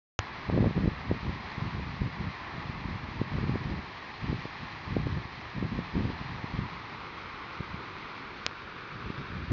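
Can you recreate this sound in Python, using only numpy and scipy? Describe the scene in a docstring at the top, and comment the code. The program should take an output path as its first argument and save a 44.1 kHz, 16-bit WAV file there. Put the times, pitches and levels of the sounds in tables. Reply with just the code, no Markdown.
"""A burst water main throws a tall jet across a street, heard from some way off on a hand-held camera.
The microphone opens with a pop onto the roar of the jet and the patter of spray on the road.
From half a second in, gusts buffet the microphone, then thin out. After six seconds the camera turns
away, and the close reflections that colour the hiss shift with it. One sharp tick sounds near the end,
followed by a last few gusts."""
import sys
import numpy as np
from scipy import signal
from scipy.fft import rfft, irfft
from scipy.io import wavfile
from scipy.ndimage import uniform_filter1d

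SR = 44100
rng = np.random.default_rng(int(sys.argv[2]) if len(sys.argv) > 2 else 0)


def bounce(signal):
    """Save signal as a 16-bit WAV file at the path given by the first command-line argument."""
    frames = np.transpose(np.atleast_2d(signal))
    limited = np.clip(frames, -1, 1)
    pcm = np.round(limited * 32767).astype(np.int16)
    wavfile.write(sys.argv[1], SR, pcm)


N = 419832
TIME = np.arange(N) / SR


def undb(db):
    """Decibels to gain."""
    return 10 ** (np.asarray(db) / 20)


def curve(points):
    """An automation curve: straight lines through (time_s, value) points."""
    times, values = np.transpose(points)
    return np.interp(TIME, times, values)


def unit(x):
    """Scale to a spread of 1."""
    return x / np.std(x)


def walk(rate_hz):
    """Smooth random wandering with a spread of 1."""
    hold = int(SR / rate_hz)
    steps = np.repeat(rng.standard_normal(N // hold + 1), hold)
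    ramps = uniform_filter1d(steps, hold)
    return unit(uniform_filter1d(ramps, hold)[:N])


def colour(x, points):
    """Equalise through (frequency_hz, gain_db) points, rolling off below the first."""
    hz, db = np.transpose(points)
    bins_hz = np.maximum(np.fft.rfftfreq(N, 1 / SR), 1)
    roll_off = np.minimum(bins_hz / hz[0], 1) ** 2
    gain = undb(np.interp(np.log(bins_hz), np.log(hz), db))
    return irfft(rfft(x) * roll_off * gain, N)


def lowpass(x, hz, order=2):
    """Low-pass without delay, so that x minus it is the matching high-pass."""
    return signal.sosfiltfilt(signal.butter(order, hz, fs=SR, output="sos"), x)


def impacts(per_s, spread_db):
    """Random impacts, many small and a few large."""
    hits = (rng.random(N) < per_s / SR) * rng.standard_normal(N)
    size_db = spread_db * np.minimum(rng.exponential(size=N), 5)
    return unit(hits * undb(size_db))


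def click(start_s, level_db, modes):
    """One sharp kick into a few fast-dying modes."""
    age = np.maximum(TIME - start_s, 0)
    ring = np.zeros(N)
    for pitch_hz, gain_db, t60_s in modes:
        decay = np.exp(-np.minimum(np.log(1000) * age / t60_s, 50))
        ring += undb(gain_db) * np.sin(2 * np.pi * pitch_hz * age) * decay
    return -undb(level_db) * ring


def turned(facing, away):
    """A value that slides from one end to the other as the camera turns from the jet."""
    # the camera's turn: time_s, share (0 facing, 1 away)
    turn = [(0, 0.05), (6.3, 0.02), (6.7, 0.26), (7.1, 0.62), (8.1, 0.6), (8.7, 1), (9.5, 1)]
    return facing + (away - facing) * curve(turn)


def gusts():
    """Wind strength in dB: each gust rises, sputters and dies into a weak wake, over a light breeze."""
    # gusts at the microphone: start_s, length_s, strength_db
    blows = [(0.493, 0.2, -26.5), (0.771, 0.12, -27), (1.098, 0.029, -27.5), (1.25, 0.054, -30.5),
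             (1.594, 0.079, -33), (1.749, 0.22, -37.5), (2.018, 0.043, -31), (2.158, .13, -37.5),
             (2.544, .24, -41), (2.838, 0.12, -34.5), (3.04, 0.23, -37), (3.328, .23, -32),
             (3.625, 0.17, -35.5), (4.233, 0.16, -35), (4.621, 0.014, -37.5), (4.881, 0.3, -31),
             (5.573, 0.085, -33), (5.721, 0.069, -34), (5.95, .15, -29), (6.197, 0.2, -39.5),
             (6.547, 0.1, -35), (7.6, .01, -43), (7.698, .07, -44), (8.941, 0.017, -39.5), (9.05, .04, -40),
             (9.2, 0.013, -35.5), (9.334, 0.1, -38), (9.512, .03, -23)]
    attack_s, release_s = 0.015, 0.022
    wake_db, wake_s = -11, 0.2
    breeze_db, sputter_db = -52.5, 1.2
    power = undb(breeze_db) ** 2
    for start_s, length_s, strength_db in blows:
        rise = np.exp(np.minimum(TIME - start_s, 0) / attack_s)
        after = np.maximum(TIME - start_s - length_s, 0)
        wake = undb(wake_db) * np.exp(-after / wake_s)
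        fall = np.maximum(np.exp(-after / release_s), wake)
        power = power + (undb(strength_db) * rise * fall) ** 2
    return 10 * np.log10(power) + sputter_db * walk(25)


def wind():
    """Eddies roll over the microphone port; stronger gusts carry smaller ones and sound brighter."""
    # tone of the rumble in moderate wind: frequency_hz, gain_db
    rumble_eq = [(20, -27), (35, -11), (60, 1), (135, 2.5), (200, -1.5), (320, -11), (500, -21.5),
                 (800, -33.5), (1500, -51), (5000, -88)]
    gust_db = gusts()
    turbulence = rng.standard_normal(N) + undb(0.5) * impacts(per_s=220, spread_db=4.5)
    eddies = unit(colour(turbulence, rumble_eq))
    eddies /= np.sqrt(uniform_filter1d(eddies ** 2, size=2600))  # evened out, so the gust sets the level
    eddies = unit(eddies * undb(2.02 * walk(45)))  # fluttering puffs
    large = lowpass(eddies, hz=276)
    bright_db = np.clip(0.6 * (gust_db + 33), -8, 5)
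    small = (eddies - large) * undb(bright_db + 2.3 * walk(60))
    stirred = 1 / (1 + undb(3.9 * (-54 - gust_db)))  # smooth flow in the lulls is nearly quiet
    pressure = undb(gust_db + 0.22) / np.hypot(1, undb(gust_db + 22))  # levels off in strong gusts
    return (large + small) * stirred * pressure


def buffets():
    """Each hard eddy thumps past the port as one swing of pressure, down then up."""
    # the hardest eddies: time_s, level_db, base_pitch_hz
    thumps = [(0.498, -16.5, 480), (0.542, -20.5, 222), (0.576, -15, 260), (0.587, -16.5, 223),
              (0.626, -17.5, 183), (0.642, -16, 337), (0.66, -17, 200), (0.669, -17.5, 186),
              (0.709, -24, 218), (0.777, -18, 151), (0.857, -18, 172), (1.113, -14.5, 227),
              (1.796, -30, 369), (2.211, -29, 209), (3.215, -16, 160), (3.385, -22, 198), (3.494, -19, 152),
              (3.556, -18.5, 183), (4.328, -19.5, 161), (4.454, -26, 290), (4.966, -15, 224),
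              (5.069, -21.5, 208), (5.626, -19, 151), (5.789, -22.5, 264), (6.101, -25, 198),
              (6.442, -24, 153), (7.606, -25, 190), (9.102, -23.5, 176)]
    pressure = np.zeros(N)
    for time_s, level_db, base_pitch_hz in thumps:
        near = np.abs(TIME - time_s) < 0.03
        steepness = undb(0.23 * (level_db + 29))  # harder eddies pass faster and sound higher
        swing = 2 * np.pi * base_pitch_hz * steepness * (TIME[near] - time_s - 0.0015)
        pressure[near] += undb(level_db) * 16 * swing / (3 + swing ** 2) ** 2
    # the finest eddies average out over the port; the slowest swing leaks round the membrane
    return lowpass(pressure, hz=1060) - lowpass(pressure, hz=75)


def pop(start_s):
    """The microphone opens: a bright snap over a short low ring."""
    # modes of the pop: pitch_hz, gain_db, t60_s
    modes = [(104, -13, 0.076), (650, -10, 0.0019), (1370, -0.5, 0.0025), (2820, -2, 0.0022),
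             (5600, -3, 0.001)]
    return click(start_s, level_db=-9.5, modes=modes)


def tick():
    """A sharp tick at the camera, gone in a few milliseconds."""
    # modes of the tick: pitch_hz, gain_db, t60_s
    modes = [(1500, -9, 0.0013), (2920, 0, 0.0018), (3970, 0, 0.0019), (4980, -12, 0.0065)]
    return click(start_s=8.4648, level_db=-11, modes=modes)


def reflections(x):
    """Two close surfaces cut notches in the sound, which slide up as the camera turns."""
    def late(path, lag_ms):
        return np.interp(TIME - lag_ms / 1000, TIME, path)

    dull = 0.45 * lowpass(x, hz=1880)
    bright = turned(0.097, 0.12) * (x - lowpass(x, hz=2070, order=6))
    return late(dull, lag_ms=turned(1.033, 0.73)) + late(bright, lag_ms=turned(1.237, 0.83))


def presence(x):
    """Turned away, the microphone favours one keen band of the hiss."""
    band = lowpass(x, hz=3750, order=8) - lowpass(x, hz=2850, order=8)
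    return turned(0, 0.35) * band


def jet():
    """Turbulent roar at the break and countless drops on the road, surging as the column sways."""
    # tone of the jet and falling water: frequency_hz, gain_db
    water_eq = [(30, -9.5), (80, -2), (200, -4), (400, 1), (650, -3.5), (1100, 0.5), (1600, -1.4),
                (2400, -2.5), (3000, -10), (4200, -10), (5000, -16.5), (6000, -26), (7000, -38.5),
                (7500, -59.5)]
    # the roar swells and sinks a little: time_s, level_db
    swell = [(0, -43), (2.1, -44.5), (2.5, -42.5), (2.9, -43.5), (3.4, -43.5), (4.2, -45.2), (6, -44.5),
             (7.3, -43.5), (9.5, -44.5)]
    splash_s = 0.0013  # each drop spatters briefly
    splash = np.exp(-np.arange(512) / SR / splash_s) * rng.standard_normal(512)
    patter = unit(signal.fftconvolve(impacts(per_s=3500, spread_db=3.5), splash)[:N])
    mist = impacts(per_s=3000, spread_db=2.5)
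    water = colour(rng.standard_normal(N) + undb(-16) * patter + undb(-6.5) * mist, water_eq)
    roar = lowpass(water, hz=2216, order=4)
    spray = water - roar
    surge_db = 0.44 * walk(2.8)
    roar_db = curve(swell) + surge_db + 0.35 * walk(24)
    spray_db = -51.5 + turned(0, -2.26) + surge_db + 0.49 * walk(30)  # dims as the camera turns
    return unit(roar) * undb(roar_db) + unit(spray) * undb(spray_db)


def scene():
    """Water and wind from the moment the microphone opens, with its pop and the tick."""
    open_s, fade_s = 0.1914, 0.0023
    live = np.clip((TIME - open_s) / fade_s, 0, 1)
    water = jet()
    street = water + reflections(water) + presence(water) + wind() + buffets()
    return (live * street + pop(open_s) + tick())[None]


def record(dry):
    """A narrow-band camera microphone: nothing above the cut-off."""
    cutoff_hz = 7250
    taps = signal.firwin(201, cutoff_hz, window=("kaiser", 8), fs=SR)
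    return signal.fftconvolve(dry, taps[None], mode="same")


dry = scene()
out = record(dry)
bounce(out)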